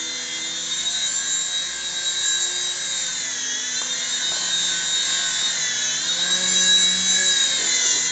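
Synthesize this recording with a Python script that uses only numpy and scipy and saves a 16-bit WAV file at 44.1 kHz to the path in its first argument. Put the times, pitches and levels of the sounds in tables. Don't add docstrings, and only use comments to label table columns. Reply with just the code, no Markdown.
import sys
import numpy as np
from scipy import signal
from scipy.fft import rfft, irfft, next_fast_len
from scipy.io import wavfile
from scipy.ndimage import uniform_filter1d, map_coordinates

SR = 44100
rng = np.random.default_rng(int(sys.argv[2]) if len(sys.argv) > 2 else 0)


def dump(signal):
    limited = np.clip(np.atleast_2d(signal).T, -1, 1)
    pcm = np.round(limited * 32767).astype(np.int16)
    wavfile.write(sys.argv[1], SR, pcm)


N = 357651

# t/s, fast motor/(turns/s), slow motor/(turns/s)
MOTOR_SPEEDS = [(0, 256.5, 234.6), (0.37, 257.3, 234), (0.67, 262.1, 241.8), (0.85, 270.1, 252.3),
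                (0.94, 272.2, 256.1), (1.16, 274.2, 259.9), (1.64, 274.8, 262.5), (2.02, 275, 263.9),
                (2.31, 277.8, 261.4), (2.56, 274.2, 264.9), (2.9, 274.1, 265.7), (3.0, 268.6, 258.9),
                (3.14, 262.9, 253), (3.42, 236.3, 219.7), (3.47, 233.8, 213.2), (3.52, 236.9, 210.4),
                (3.7, 249.1, 219.1), (3.84, 259.4, 229.3), (4.09, 264.3, 244.2), (4.21, 266, 248.6),
                (4.4, 266.7, 253.3), (4.92, 268.1, 253.5), (5.25, 268.2, 252.1), (5.495, 266.2, 248.5),
                (5.61, 250.8, 231.4), (5.78, 241.5, 213.7), (5.95, 248.5, 216.2), (6.08, 265.6, 238.6),
                (6.25, 274.9, 262.3), (6.39, 276.8, 271.1), (6.5, 277.3, 274.5), (6.62, 276.4, 276.3),
                (7.245, 279.6, 279.8), (7.36, 273.6, 272.4), (7.55, 269.8, 262), (7.69, 257.2, 247.8),
                (7.77, 254.5, 241.9), (7.89, 252.4, 236.8), (8.11, 251.8, 232.4)]
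# t/s, crossing tone level/dB, its 2nd harmonic level/dB, its 3rd harmonic level/dB
BLADE_THUMP = [(0, -67.5, -50.5, -48.5), (.58, -55, -50.5, -52), (1.0, -56.5, -57, -64),
               (1.9, -59, -55.5, -56), (2.6, -57, -49, -58.5), (3.0, -53.5, -57.5, -53.5),
               (3.44, -70, -59.5, -58), (4.0, -54, -63, -51), (4.5, -53.5, -51.5, -69.5),
               (5.4, -56.5, -57, -62), (5.6, -51, -61, -54), (5.75, -58.5, -61, -74.5),
               (6.12, -46.5, -52, -50.5), (6.56, -41, -36.5, -39), (6.93, -41, -50.5, -58),
               (7.23, -46, -41.5, -43), (7.4, -54.5, -53, -56), (7.52, -53.5, -57, -39.5),
               (7.66, -50, -45, -64), (7.82, -55.5, -54, -41.5), (8.11, -51.5, -53, -55)]
# t/s, rotor rush level before trim/dB, gear hiss level before trim/dB, gain on the whines/dB
NEARNESS = [(0, -41.5, -31, -0.5), (.38, -40, -32, -5.5), (.92, -40.5, -27, -1), (1.5, -40.5, -28.5, -3.5),
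            (1.94, -40, -30, -3), (2.3, -39.5, -24, -2.5), (2.75, -39, -28.5, -2.5), (3.2, -39.5, -27, -4),
            (3.7, -41, -26, -0.5), (4.3, -37, -31, 3), (4.86, -36, -28.5, 1.5), (5.17, -35.5, -29.5, 4),
            (5.44, -35, -30.5, 2), (5.95, -38, -26, 2), (6.3, -33.5, -37.5, 1.5), (6.62, -34.5, -21, 4.5),
            (6.91, -34.5, -27.5, 2), (7.25, -36, -20, 1.5), (7.57, -34.5, -27.5, 1.5),
            (7.9, -36.5, -18.5, 5.5), (8.11, -37.5, -25, 3.5)]
GEAR_RATIO = 6
CONTROL_STEP = 64


def amp(db):
    return 10 ** (np.asarray(db) / 20)


def unit(x):
    return x / np.sqrt(np.mean(x ** 2) + 1e-20)


def about_mean(curve):
    return curve - curve.mean()


def curves(rows):
    times, *columns = np.transpose(rows)
    return [np.interp(np.arange(N) / SR, times, column) for column in columns]


def wobble(rate_hz):
    knots = rng.standard_normal(int(N * rate_hz / SR) + 4)
    coarse_at = np.arange(0, N + CONTROL_STEP, CONTROL_STEP)
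    coarse = map_coordinates(knots, [coarse_at * rate_hz / SR])
    return np.interp(np.arange(N), coarse_at, coarse)


def coloured(points, hz):
    f, db = np.transpose(points)
    return amp(np.interp(np.log(hz + 1), np.log(f), db, -120, -120))


def filtered(x, response):
    size = next_fast_len(N + SR // 2)
    return irfft(rfft(x, size) * response(np.fft.rfftfreq(size, 1 / SR)), size)[:N]


def noise(spectrum, patchy_db):
    bins = signal.stft(rng.standard_normal(N), nperseg=512)[2]
    field = uniform_filter1d(rng.standard_normal(bins.shape), 5, 0)
    field = uniform_filter1d(field, 12, 1)
    patchy = signal.istft(bins * amp(patchy_db * unit(field)), nperseg=512)[1][:N]
    return unit(filtered(patchy, lambda hz: coloured(spectrum, hz)))


def tone(speed, order, level_db, wet, drift):
    mode_gap_hz = 22.075
    step = slice(None, None, CONTROL_STEP)
    glide = np.abs(np.gradient(order * speed[step])) / mode_gap_hz
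    modes = np.cumsum(glide + drift * CONTROL_STEP / SR)
    re, im = (map_coordinates(rng.standard_normal(4000), [modes + 1]) for _ in range(2))
    share = np.sqrt(np.clip(wet, 0, 1) / 2)
    path = np.sqrt(1 - 2 * share ** 2) + share * (re + 1j * im)
    path = np.interp(np.arange(N), np.arange(N)[step], path)
    angle = 2 * np.pi * order * np.cumsum(speed) / SR + rng.uniform(0, 2 * np.pi)
    return np.sqrt(2) * amp(level_db) * (path.real * np.cos(angle) - path.imag * np.sin(angle))


def comb(speed, orders, near_db, wet, drift):
    return amp(near_db) * sum(tone(speed, round(k), db, wet, drift) for k, db in orders)


def rotor_angle(speed):
    return np.cumsum(speed) / GEAR_RATIO / SR


def throb(shaft, depth):
    return 1 + depth * np.sin(2 * np.pi * rotor_angle(shaft))


def weak_orders(fast, slow):
    # order, level/dB
    fast_orders = [(1, -65.5), (2, -43), (7, -48), (10, -44), (13, -55), (18, -46.5), (20, -56),
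                   (23, -51.5), (24, -55), (25, -53), (27, -34.5), (29, -36.5), (30, -38)]
    slow_orders = [(2, -46.5), (10, -46.5), (15, -45), (17, -44), (18, -39), (20, -52), (22, -49.5),
                   (31, -44.5), (32, -50), (34, -57)]
    # f/Hz, level/dB
    frame = [(200, -16.5), (1300, -11), (1630, 11.5), (2100, -6.5), (2550, -14.5), (3300, 2), (3750, -2.5),
             (4500, -8), (5600, 2), (6000, 6), (7300, -6.5), (7650, -17.5), (7950, -19), (9000, -48.5)]
    rush_db, hiss_db, _ = curves(NEARNESS)
    near_db = about_mean(rush_db) + 0.4 * about_mean(hiss_db)
    weak = comb(fast, fast_orders, near_db, wet=0.59, drift=8)
    weak += comb(slow, slow_orders, near_db, wet=0.7, drift=8)
    return filtered(weak, lambda hz: coloured(frame, hz))


def flutter():
    # first peak t/s, last peak t/s, dips between, depth/dB
    spells = [(.72, 1.035, 4, 13), (1.87, 2.185, 3, 12), (3.81, 4.25, 4, 13), (6.11, 6.565, 4, 11)]
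    t = np.arange(N) / SR
    level_db = np.zeros(N)
    for first, last, dips, depth_db in spells:
        progress = np.clip((t - first) / (last - first), 0, 1)
        level_db -= depth_db * np.sin(np.pi * dips * progress) ** 2
    return level_db


def lead_tones(fast, slow):
    # t/s, level/dB
    fast_mesh = [(0, -32.5), (.2, -38), (.53, -30.5), (.69, -39), (.72, -24), (.87, -23), (1.04, -22.5),
                 (1.13, -48.5), (1.33, -25), (1.47, -34.5), (1.57, -25.5), (1.79, -41.5), (1.87, -30),
                 (2.08, -23), (2.19, -25.5), (2.42, -25.5), (2.51, -33.5), (2.56, -27.5), (2.72, -24.5),
                 (2.76, -42), (2.83, -29.5), (3.1, -32.5), (3.3, -40.5), (3.58, -31.5), (3.66, -38),
                 (3.91, -27), (4.03, -29), (4.25, -23), (4.44, -37.5), (4.54, -21.5), (4.82, -33),
                 (4.94, -22.5), (5.08, -27.5), (5.13, -25.5), (5.28, -27.5), (5.33, -37), (5.46, -20),
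                 (5.53, -35.5), (5.75, -32), (6.05, -36.5), (6.1, -23), (6.35, -19.5), (6.45, -27.5),
                 (6.56, -20.5), (6.65, -23), (6.7, -16), (6.8, -15), (6.85, -24), (7.13, -25), (7.17, -16),
                 (7.2, -39), (7.24, -22), (7.45, -22), (7.5, -26.5), (7.54, -22), (7.62, -36), (7.8, -27),
                 (8.11, -42)]
    # t/s, level/dB
    slow_mesh = [(0, -40), (.13, -38.5), (.4, -39), (1.0, -39.5), (1.76, -43.5), (1.9, -32), (2.02, -35),
                 (2.4, -43), (2.56, -31.5), (2.75, -45), (2.86, -31.5), (3.15, -47), (4.3, -40.5),
                 (4.98, -35.5), (5.17, -38), (5.4, -32.5), (5.62, -50.5), (6.2, -34), (6.56, -28.5),
                 (6.68, -39), (6.93, -42.5), (7.25, -38), (7.37, -26.5), (7.55, -36), (8.11, -37)]
    # t/s, slow 28th order level/dB, fast 6th level/dB, fast 8th level/dB
    leads = [(0, -37, -52, -34), (.25, -48.5, -50, -44), (.55, -45.5, -54, -42), (.75, -40, -61.5, -55),
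             (1.05, -30, -44, -52), (1.25, -25, -42.5, -51), (1.55, -34.5, -46, -55),
             (1.95, -43, -41.5, -62), (2.15, -28, -49, -44), (2.32, -26, -31, -50), (2.62, -35.5, -53, -56),
             (2.8, -38.5, -48, -54), (3.1, -35, -65, -46.5), (3.4, -38, -52, -37.5),
             (3.75, -38, -42.5, -45.5), (4.1, -43, -52, -46.5), (4.45, -30, -46, -48),
             (4.75, -41, -38, -49), (4.9, -29.5, -46, -54), (5.2, -31.5, -39.5, -58),
             (5.45, -39.5, -45, -46), (5.65, -32, -48, -31.5), (5.9, -40, -42.5, -47), (6.1, -54, -46, -55),
             (6.3, -25.5, -38.5, -51), (6.52, -50, -38, -35), (6.72, -41.5, -28, -47.5),
             (6.9, -43.5, -44.5, -37), (7.24, -46.5, -21.5, -44), (7.58, -32.5, -58, -43),
             (7.85, -33.5, -39, -31), (8.11, -39.5, -46, -34.5)]
    fast_db = curves(fast_mesh)[0] + flutter()
    out = throb(fast, 0.042) * tone(fast, 14, fast_db, wet=0.04, drift=20)
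    for shaft, order, level_db in zip([slow, fast, fast], [28, 6, 8], curves(leads)):
        out += throb(shaft, 0.28) * tone(shaft, order, level_db, wet=0.44, drift=9)
    out += throb(slow, 0.17) * tone(slow, 14, curves(slow_mesh)[0], wet=0.33, drift=10)
    return out


def body_whines(fast, slow):
    # order, level/dB, swing once a rotor turn (0-1)
    fast_whines = [(4, -53.5, .17), (12, -46.5, .17), (15, -55, 0), (16, -42.5, .17), (22, -50, .3),
                   (26, -48, .17), (28, -46, 0.1)]
    slow_whines = [(4, -53.5, .17), (6, -48, 0.26), (8, -49, .2), (12, -45.5, 0.14), (16, -46, 0.2),
                   (24, -51, .3), (25, -53.5, .17), (26, -46.5, 0.15), (27, -56.5, .17), (29, -49, .17),
                   (30, -58, .17)]
    # f/Hz, level/dB
    body = [(850, -6.5), (1100, 1), (1300, -10.5), (1520, 5.5), (1670, 9), (1800, 1.5), (2250, -4),
            (2600, -5), (3300, 1), (3600, -0.5), (3800, 3), (4100, 8.5), (4450, -3.5), (5200, 2.5),
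            (5700, -2), (6100, 8.5), (6600, 2), (7250, 7.5), (7600, 5.5), (7900, -14.5), (8500, -22.5)]
    # t/s, level/dB
    treble = [(0, 1), (.7, 3.5), (1.4, 1.5), (2.0, -1), (2.3, 3.5), (3.0, 5), (3.5, 3), (4.1, 2), (4.9, 1),
              (5.5, 1.5), (5.9, 4), (6.25, -2), (6.65, 5.5), (7.0, 3), (7.3, 5.5), (7.55, 2), (7.85, 7.5),
              (8.11, 2)]
    facing_orders = (22, 24, 26)
    treble_from_hz = 5200
    whine_db = curves(NEARNESS)[2]
    treble_db, = curves(treble)
    facing_db = 0.42 * about_mean(curves(BLADE_THUMP)[0])
    out = np.zeros(N)
    for shaft, whines in [(fast, fast_whines), (slow, slow_whines)]:
        for order, db, depth in whines:
            order = round(order)
            level_db = db + whine_db
            level_db = level_db + treble_db * (order * shaft.mean() > treble_from_hz)
            level_db = level_db + facing_db * (order in facing_orders)
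            whine = tone(shaft, order, level_db, wet=0.7, drift=10)
            out += coloured(body, order * shaft) * throb(shaft, depth) * whine
    return out


def clatter(speed):
    # f/Hz, relative level/(dB per Hz)
    colour = [(900, -34.5), (1400, -12), (1650, 2.5), (2250, -2.5), (2700, -19), (3800, -7.5),
              (5000, -14.5), (6500, -6.5), (7500, 4), (7950, -27)]
    teeth = rng.standard_normal((3, 400))
    spot = rotor_angle(speed) % 1 * teeth.shape[1]
    rattle = sum(wobble(5) * map_coordinates(row, [spot], mode="grid-wrap") for row in teeth)
    return unit(filtered(rattle, lambda hz: coloured(colour, hz)))


def room(x, t60):
    t = np.arange(SR // 2) / SR
    tail = rng.standard_normal(len(t)) * amp(-60 * t / t60) * (t > 0.008)
    return signal.fftconvolve(x, tail / np.linalg.norm(tail))[:N]


def motors():
    fast, slow = curves(MOTOR_SPEEDS)
    rush_db = curves(NEARNESS)[0]
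    out = weak_orders(fast, slow) + lead_tones(fast, slow) + body_whines(fast, slow)
    out += amp(rush_db - 2.5) * (clatter(fast) + clatter(slow))
    return out + amp(-13.5) * room(out, t60=0.35)


def blade_tones(half_crossing):
    # multiple of half the crossing rate, level/dB
    blade_orders = [(3, -65), (8, -54.5), (10, -57), (12, -57)]
    thump = curves(BLADE_THUMP)
    swing_db = about_mean(thump[0])
    tones = comb(half_crossing, blade_orders, 0.23 * swing_db, wet=0.5, drift=4)
    for harmonic, level_db in enumerate(thump, start=1):
        tones += tone(half_crossing, 2 * harmonic, level_db, wet=0.18, drift=5)
    unbalance_db = -65 + 0.6 * swing_db
    return tones + tone(half_crossing, 1, unbalance_db, wet=0.7, drift=5)


def rotor_air(half_crossing):
    # f/Hz, relative level/(dB per Hz)
    rush_colour = [(900, -40.5), (1250, -16.5), (1650, -1), (2000, -9.5), (2500, -12.5), (3400, -7.5),
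                   (3850, 1.5), (4400, -6.5), (5000, -4.5), (5600, -7), (7000, -9), (8000, -32)]
    wash_colour = [(25, -55), (55, -25.5), (90, -4.5), (170, -1), (400, -3.5), (650, -1.5), (1150, 0),
                   (1600, -8)]
    rush_db = curves(NEARNESS)[0]
    beat = 1 + 0.067 * np.sin(4 * np.pi * np.cumsum(half_crossing) / SR)
    rush = amp(rush_db + 5.0) * beat * noise(rush_colour, patchy_db=2.0)
    wash_db = -46 + 0.88 * about_mean(rush_db)
    return rush + amp(wash_db) * noise(wash_colour, patchy_db=0.97)


def gear_hiss(slow):
    # f/Hz, relative level/(dB per Hz)
    high_speed = [(5000, -31.5), (5700, -3), (6100, 1.5), (7250, 4), (7600, -3.5), (7950, -17.5)]
    low_speed = [(4800, -24.5), (5600, -7), (6100, 2), (6800, -6.5), (7400, -6.5), (7950, -26)]
    hiss_db = curves(NEARNESS)[1]
    teeth = 1 + 0.1 * np.sin(2 * np.pi * np.cumsum(slow) / SR)
    bright = np.clip((slow - 225) / 30, 0, 1)
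    hiss = np.sqrt(bright) * noise(high_speed, patchy_db=3.5)
    hiss += np.sqrt(1 - bright) * noise(low_speed, patchy_db=2.0)
    return amp(hiss_db - 5.0) * teeth * hiss


def rotors():
    fast, slow = curves(MOTOR_SPEEDS)
    half_crossing = (fast + slow) / GEAR_RATIO
    return blade_tones(half_crossing) + rotor_air(half_crossing) + gear_hiss(slow)


def low_tones():
    # t/s, 50 Hz level/dB, 250 Hz level/dB
    tone_levels = [(0, -65, -49.5), (1.8, -64, -59.5), (2.5, -66.5, -72), (3.5, -68, -49.5),
                   (4.05, -96, -52.5), (5.2, -81, -62.5), (5.85, -69, -51), (6.75, -67.5, -54),
                   (8.11, -70, -49.5)]
    t = np.arange(N) / SR
    first_db, fifth_db = curves(tone_levels)
    levels = [first_db + 3 * wobble(6), -68 + 5 * wobble(3.4), fifth_db]
    return sum(np.sqrt(2) * amp(db) * np.sin(2 * np.pi * hz * t) for hz, db in zip([50, 150, 250], levels))


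def knocks():
    # t/s, click peak level/dB, f/Hz, tail starting level/dB, tail t60/s
    taps = [(3.8171, -14, 1170, -37.5, 0.24), (4.320, -14, 890, -42.5, .2), (4.333, -19, 743, -39, 0.99)]
    out, t = np.zeros(N), np.arange(SR // 2) / SR
    for start, db, hz, tail_db, t60 in taps:
        click = amp(db - 60 * t / 0.0041) * np.sin(2 * np.pi * hz * t)
        band = signal.butter(2, [0.62 * hz, 1.3 * hz], "band", fs=SR)
        tail = unit(signal.lfilter(*band, rng.standard_normal(len(t))))
        out[round(start * SR):][:len(t)] += click + amp(tail_db - 60 * t / t60) * tail
    return signal.lfilter(*signal.butter(2, 330, "high", fs=SR), out)


def rustle():
    # t/s, level/dB
    rustle_level = [(7.54, -75), (7.59, -42), (7.67, -43), (7.71, -51), (7.77, -43), (7.86, -43.5),
                    (7.91, -48), (7.97, -43.5), (8.05, -62)]
    # f/Hz, relative level/(dB per Hz)
    colour = [(200, -25), (290, -3), (420, 0), (520, -2), (600, -11), (760, -5), (870, -9), (980, -25)]
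    level_db, = curves(rustle_level)
    lumps_db = 2.5 * wobble(35)
    return amp(level_db + lumps_db) * noise(colour, patchy_db=3)


def scene():
    return (motors() + rotors() + low_tones() + knocks() + rustle())[None]


def record(dry):
    rate_hz, top_hz = 16000, 9130
    kept = filtered(dry[0], lambda hz: hz < rate_hz / 2)
    mirrored = 2 * kept * np.cos(2 * np.pi * rate_hz * np.arange(N) / SR)
    edges_hz, edges_db = [8000, 8500, 8800, top_hz], [1, -15.0, -27, -47]

    def leak(hz):
        return amp(np.interp(hz, edges_hz, edges_db)) * (hz > rate_hz / 2)

    return filtered(kept + filtered(mirrored, leak), lambda hz: hz < top_hz)[None]


dry = scene()
out = record(dry)
dump(out)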